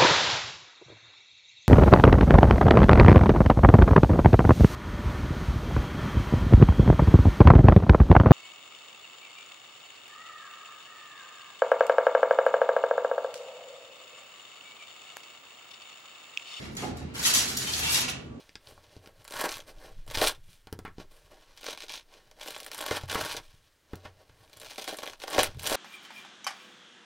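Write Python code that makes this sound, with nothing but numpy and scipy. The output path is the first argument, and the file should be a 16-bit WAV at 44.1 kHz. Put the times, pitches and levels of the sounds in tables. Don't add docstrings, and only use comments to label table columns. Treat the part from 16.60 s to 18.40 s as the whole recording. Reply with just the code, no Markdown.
import sys
import numpy as np
from scipy import signal
from scipy.fft import rfft, irfft, next_fast_len
from scipy.io import wavfile
from scipy.ndimage import uniform_filter1d

SR = 44100
rng = np.random.default_rng(int(sys.argv[2]) if len(sys.argv) > 2 else 0)


def invert_db(level):
    return 10 ** (np.asarray(level, dtype=float) / 20)


def unload_audio(sound):
    columns = np.transpose(np.atleast_2d(sound))
    steps = np.round(np.clip(columns, -1, 1) * 32767)
    wavfile.write(sys.argv[1], SR, steps.astype(np.int16))


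N = 79380


def evened(x):
    return x / np.sqrt(np.mean(x ** 2) + 1e-20)


def read(points, hz):
    f, value = np.transpose(points)
    return np.interp(np.log(hz + 1), np.log(f + 1), value)


def colour(x, gain):
    size = next_fast_len(x.shape[-1] + 4096)
    spectrum = rfft(x, size) * gain(np.fft.rfftfreq(size, 1 / SR))
    return irfft(spectrum, size)[..., :x.shape[-1]]


def resonance(hz, centre_hz, width_hz):
    return 1 / (1 + (2 * (hz - centre_hz) / width_hz) ** 2)


# pitch_hz, t60_s
KITCHEN_DECAY = [(200, 0.39), (700, 0.66), (2000, 0.48), (5000, 0.35), (9000, 0.25), (15000, 0.033)]


def room_tails(count):
    hz, t, bands = signal.stft(rng.standard_normal((count, SR // 2)), SR, nperseg=256)
    t60 = np.maximum(read(KITCHEN_DECAY, hz), 0.05)[:, None]
    tail = signal.istft(bands * invert_db(-60 * t / t60), SR, nperseg=256)[1]
    tail = tail * np.minimum(np.arange(tail.shape[1]) / (0.01 * SR), 1)
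    return tail / np.linalg.norm(tail, axis=1, keepdims=True)


# pitch_hz, level_db (per Hz)
RUMBLE_COLOUR = [(30, -1.5), (65, -8.5), (195, -5), (312, -5.5), (480, -12.5), (1170, -27.5), (4500, -40),
                 (10000, -86)]
# pitch_hz, width_hz, level_db
DRONES = [(76.1, 7.5, -52), (131, 13, -50.5), (244.6, 42, -51.5), (1150, 12, -64.5)]
RUMBLE_DB = -43


def rumble():
    wash = colour(rng.standard_normal((2, N)), lambda hz: invert_db(read(RUMBLE_COLOUR, hz)))
    wash = invert_db(RUMBLE_DB) * evened(wash)
    for centre_hz, width_hz, level_db in DRONES:
        drone = colour(rng.standard_normal((2, N)), lambda hz: resonance(hz, centre_hz, width_hz))
        wash = wash + invert_db(level_db) * evened(drone)
    return wash


# pitch_hz, level_db, t60_s
CABINET_MODES = [(126, 0.5, .04), (204, -3.5, .03), (246, -2.5, 0.032), (380, 2, 0.037), (508, -9, 0.026),
                 (572, -7.5, 0.018), (726, -1.5, 0.031), (818, -6, 0.02), (957, -14, 0.026),
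                 (1217, -12, 0.033)]
# start_s, level_db (against the first), low_edge_hz, high_edge_hz, judder_t60_s
BOUNCES = [
    (.234, -5.5, 152, 900, 0.11),
    (.258, -4, 228, 517, 0.061),
    (0.273, -2.5, 215, 466, 0.11),
    (.294, -2.5, 50, 260, 0.11),
    (.408, -11.5, 98, 785, 0.034),
    (0.414, -8, 60, 171, 0.13),
    (0.442, -5, 100, 260, 0.029),
]
KNOCK_S, KNOCK_DB, KNOCK_ROOM_DB, JUDDER_T60 = 0.2195, -27, -3, 0.13


def knock():
    t = np.arange(SR // 2) / SR
    ring = np.zeros(len(t))
    for hz, level_db, t60 in CABINET_MODES:
        ring = ring + invert_db(level_db - 60 * t / t60) * np.sin(2 * np.pi * hz * t)
    blows = np.zeros(N)
    for start_s, level_db, low_hz, high_hz, t60 in [(KNOCK_S, 0, 180, 3000, JUDDER_T60)] + BOUNCES:
        judder = rng.standard_normal(len(t)) * invert_db(-60 * t / t60) * np.minimum(t / 0.012, 1)
        judder = judder / np.linalg.norm(judder)
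        band = signal.butter(2, [low_hz, high_hz], "band", fs=SR)
        judder = signal.lfilter(*band, judder)
        blows = blows + invert_db(KNOCK_DB + level_db) * np.pad(judder, (round(start_s * SR), N))[:N]
    near = signal.fftconvolve(blows, ring)[:N]
    far = signal.fftconvolve(near[None], room_tails(count=2), axes=1)[:, :N]
    return near + invert_db(KNOCK_ROOM_DB) * far


# peak_s, level_db, rise_s, length_s, brightness_db
SHEET_FLEXES = [(0.0, -46.5, .02, 0.052, -11), (0.057, -49.5, .03, .03, -9), (0.098, -57.5, .03, 0.026, -14.5),
                (0.152, -53, 0.0016, 0.0047, 9), (0.164, -62, .005, .01, 12), (0.122, -61.5, 0.018, 0.018, 12),
                (0.1693, -38.5, 0.0031, 0.01, 3.5), (0.179, -40, 0.012, 0.044, -6.5),
                (0.234, -44, 0.073, 0.048, -5.5), (0.296, -55, 0.039, 0.036, -10),
                (0.371, -49.5, 0.002, 0.014, 10), (0.39, -51.5, 0.04, 0.044, -10),
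                (0.49, -63, 0.078, 0.059, -21),
                (0.542, -53, .003, .008, 6), (0.554, -38, 0.012, 0.06, -5.5), (0.595, -37.5, 0.028, 0.067, 1),
          (0.632, -35, 0.013, 0.013, 0), (0.665, -25.5, 0.029, 0.022, 4.5),
          (0.658, -26.5, 0.0017, 0.0011, 11), (0.673, -26, .0015, .002, 6), (0.698, -28.5, 0.043, 0.026, 3),
          (.7385, -24.5, 0.0038, 0.0065, 8), (0.745, -26, 0.0017, 0.005, 7.5),
          (0.75, -24, 0.0065, 0.032, 5), (0.777, -34, 0.0015, .003, 11), (0.779, -28, 0.0071, 0.035, 5.5),
          (0.824, -34.5, 0.03, 0.082, 2), (0.888, -36, 0.0089, 0.015, 4), (0.909, -38, 0.024, 0.11, -1),
          (0.972, -37.5, 0.0071, 0.025, 18), (1.021, -35.5, 0.046, 0.061, 1.5),
          (1.093, -40, 0.044, 0.018, 4), (1.125, -39.5, 0.004, 0.048, 7), (1.209, -34, 0.14, 0.021, 1.5),
          (1.236, -31.5, 0.011, 0.058, -2.5), (1.245, -36.5, 0.018, 0.054, 6),
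          (1.291, -33.5, 0.016, 0.021, -5), (1.346, -27, 0.056, 0.043, 6), (1.38, -33.5, 0.038, 0.07, -5.5),
          (1.412, -36.5, 0.024, 0.024, 21.5), (1.489, -33, 0.0083, 0.012, -5), (1.498, -36, .008, 0.01, 4),
          (1.604, -65.5, 0.034, 0.069, -5)]
RISE_DB, START_DB_PER_S = 8.5, 2496
SAG_DB, RELEASE_DB_PER_S = 6.5, 508
DULLING_DB = 2


def flexing():
    t, power, weighted_db = np.arange(N) / SR, np.full(N, 1e-12), np.zeros(N)
    for peak, level_db, rise, length, bright_db in SHEET_FLEXES:
        age = np.maximum(t - peak, 0) / length
        fall_db = RISE_DB * np.maximum(peak - t, 0) / rise
        fall_db = fall_db + START_DB_PER_S * np.maximum(peak - rise - t, 0)
        fall_db = fall_db + SAG_DB * age
        fall_db = fall_db + RELEASE_DB_PER_S * np.maximum(t - peak - length, 0)
        flex = invert_db(level_db - np.minimum(fall_db, 200)) ** 2
        power = power + flex
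        weighted_db = weighted_db + flex * (bright_db - DULLING_DB * (np.minimum(age, 1) - 0.5))
    return power, weighted_db / power


CLICKS_PER_S, CLICK_SPREAD_DB, CLUMP_DB, CLUMP_S = 9000, 3, 1.13, 0.0042


def buckling_clicks():
    clumps = evened(uniform_filter1d(rng.standard_normal(N), int(CLUMP_S * SR)))
    chance, size, sign = rng.random((N, 3)).T
    size_db = -CLICK_SPREAD_DB * np.maximum(np.log(size), -2.6)
    snaps = (chance < CLICKS_PER_S / SR) * np.sign(sign - 0.5)
    return evened(snaps * invert_db(CLUMP_DB * clumps + size_db))


# start_s, length_s, level_db, pitch_hz
BOWS = [
    (0.644, 0.023, -33.5, 3190),
    (1.064, 0.025, -43, 2900),
    (1.131, .015, -39, 4380),
    (1.217, 0.034, -43, 2880),
    (1.253, 0.031, -42, 2900),
    (1.335, 0.033, -39.5, 3090),
    (1.483, 0.012, -42.5, 3140),
]
BOW_WIDTH = 0.45


def bowing(clicks):
    t, bows = np.arange(N) / SR, np.zeros(N)
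    for start, length, level_db, bow_hz in BOWS:
        swell = np.sin(np.pi * np.clip((t - start) / length, 0, 1))
        panel = evened(colour(clicks, lambda hz: resonance(hz, bow_hz, BOW_WIDTH * bow_hz)))
        bows = bows + invert_db(level_db) * swell * panel
    return bows


SHIMMER_DB, SHIMMER_T60 = 2, 0.024


def patch_shimmer():
    t = np.arange(6000) / SR
    ring = rng.standard_normal((2, 16, len(t))) * invert_db(-60 * t / SHIMMER_T60)
    ring = invert_db(SHIMMER_DB) * ring / np.linalg.norm(ring, axis=2, keepdims=True)
    ring[..., 0] += [np.ones(16), np.tile([1, -1], 8)]
    return ring


# pitch_hz, level_db
CLICK_COLOUR = [(250, -7.5), (700, -4.5), (1700, -0.5), (2900, 1), (6000, 0.5), (8500, -1.5), (12000, -8.5),
                (15500, -14)]
BRIGHT_HZ = 5560
BODY_HZ, BODY_SHARE = 2900, 0.7
KITCHEN_DB = -3


def foil():
    power, bright_db = flexing()
    clicks = buckling_clicks()
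    high = colour(clicks, lambda hz: 1 / (1 + (BRIGHT_HZ / (hz + 1)) ** 2))
    low = colour(clicks, lambda hz: 1 / (1 + (hz / BODY_HZ) ** 4))
    tilted = clicks + (invert_db(bright_db) - 1) * high + (invert_db(-BODY_SHARE * bright_db) - 1) * low
    drive = np.sqrt(power) * tilted + bowing(clicks)
    patch = (rng.random(len(range(0, N, 400))) * 16).astype(int)
    active = np.eye(16)[patch].repeat(400, axis=0)[:N]
    share = uniform_filter1d(active, size=600, axis=0).T
    parts = drive * share ** 0.5
    near = signal.fftconvolve(parts[None], patch_shimmer(), axes=2)[..., :N]
    paths = room_tails(count=32).reshape(2, 16, -1)
    far = signal.fftconvolve(near, paths, axes=2)[..., :N]
    both = near.sum(axis=1) + invert_db(KITCHEN_DB) * far.sum(axis=1)
    return colour(both, lambda hz: invert_db(read(CLICK_COLOUR, hz)))


def scene():
    return rumble() + knock() + foil()


# pitch_hz, likeness (0-1)
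PORT_LIKENESS = [(60, 0.96), (200, 0.95), (500, 0.06), (2000, 0.07), (4000, 0.12), (6500, 0.21), (8500, .8),
                 (15000, 0.9)]
# pitch_hz, phase_rad
PORT_LEAD = [(100, 0.45), (430, 0.03), (1300, -0.5), (2400, -1.5), (3450, 4.5)]
# pitch_hz, level_db
PORT_BALANCE = [(60, -0.7), (600, -2.5), (2500, -1.5), (6000, -1.2), (12000, 1)]
PORT_DELAY_S, PORT_TURN_RAD = 0.000182, -0.64


def two_ports(dry):
    def lead(hz):
        late = 2 * np.pi * hz * PORT_DELAY_S + PORT_TURN_RAD
        blend = np.clip((hz - 3450) / 1200, 0, 1)
        return (1 - blend) * read(PORT_LEAD, hz) + blend * late

    def likeness(hz):
        return np.clip(read(PORT_LIKENESS, hz), 0, 0.99)

    shared = colour(dry[0], lambda hz: likeness(hz) * np.exp(-1j * lead(hz)))
    unrelated = colour(dry[1], lambda hz: np.sqrt(1 - likeness(hz) ** 2))
    left = colour(dry[0], lambda hz: invert_db(read(PORT_BALANCE, hz) / 2))
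    right = colour(shared + unrelated, lambda hz: invert_db(-read(PORT_BALANCE, hz) / 2))
    return np.array([left, right])


# pitch_hz, level_db (per Hz)
HISS_COLOUR = [(2000, -11), (7000, -2), (10000, -15.5), (14000, -28)]
HISS_DB = -71.5


def hiss():
    return invert_db(HISS_DB) * evened(colour(rng.standard_normal((2, N)), lambda hz: invert_db(read(HISS_COLOUR, hz))))


def low_pass(x):
    return signal.sosfilt(signal.butter(12, 15845, fs=SR, output="sos"), x)


LOW_HZ, EDGE_HZ = 50, 15840


def record(dry):
    ports = two_ports(dry) + hiss()
    mix = colour(ports, lambda hz: (hz < EDGE_HZ) / np.sqrt(1 + (LOW_HZ / (hz + 1)) ** 8))
    return low_pass(mix)


dry = scene()
out = record(dry)
unload_audio(out)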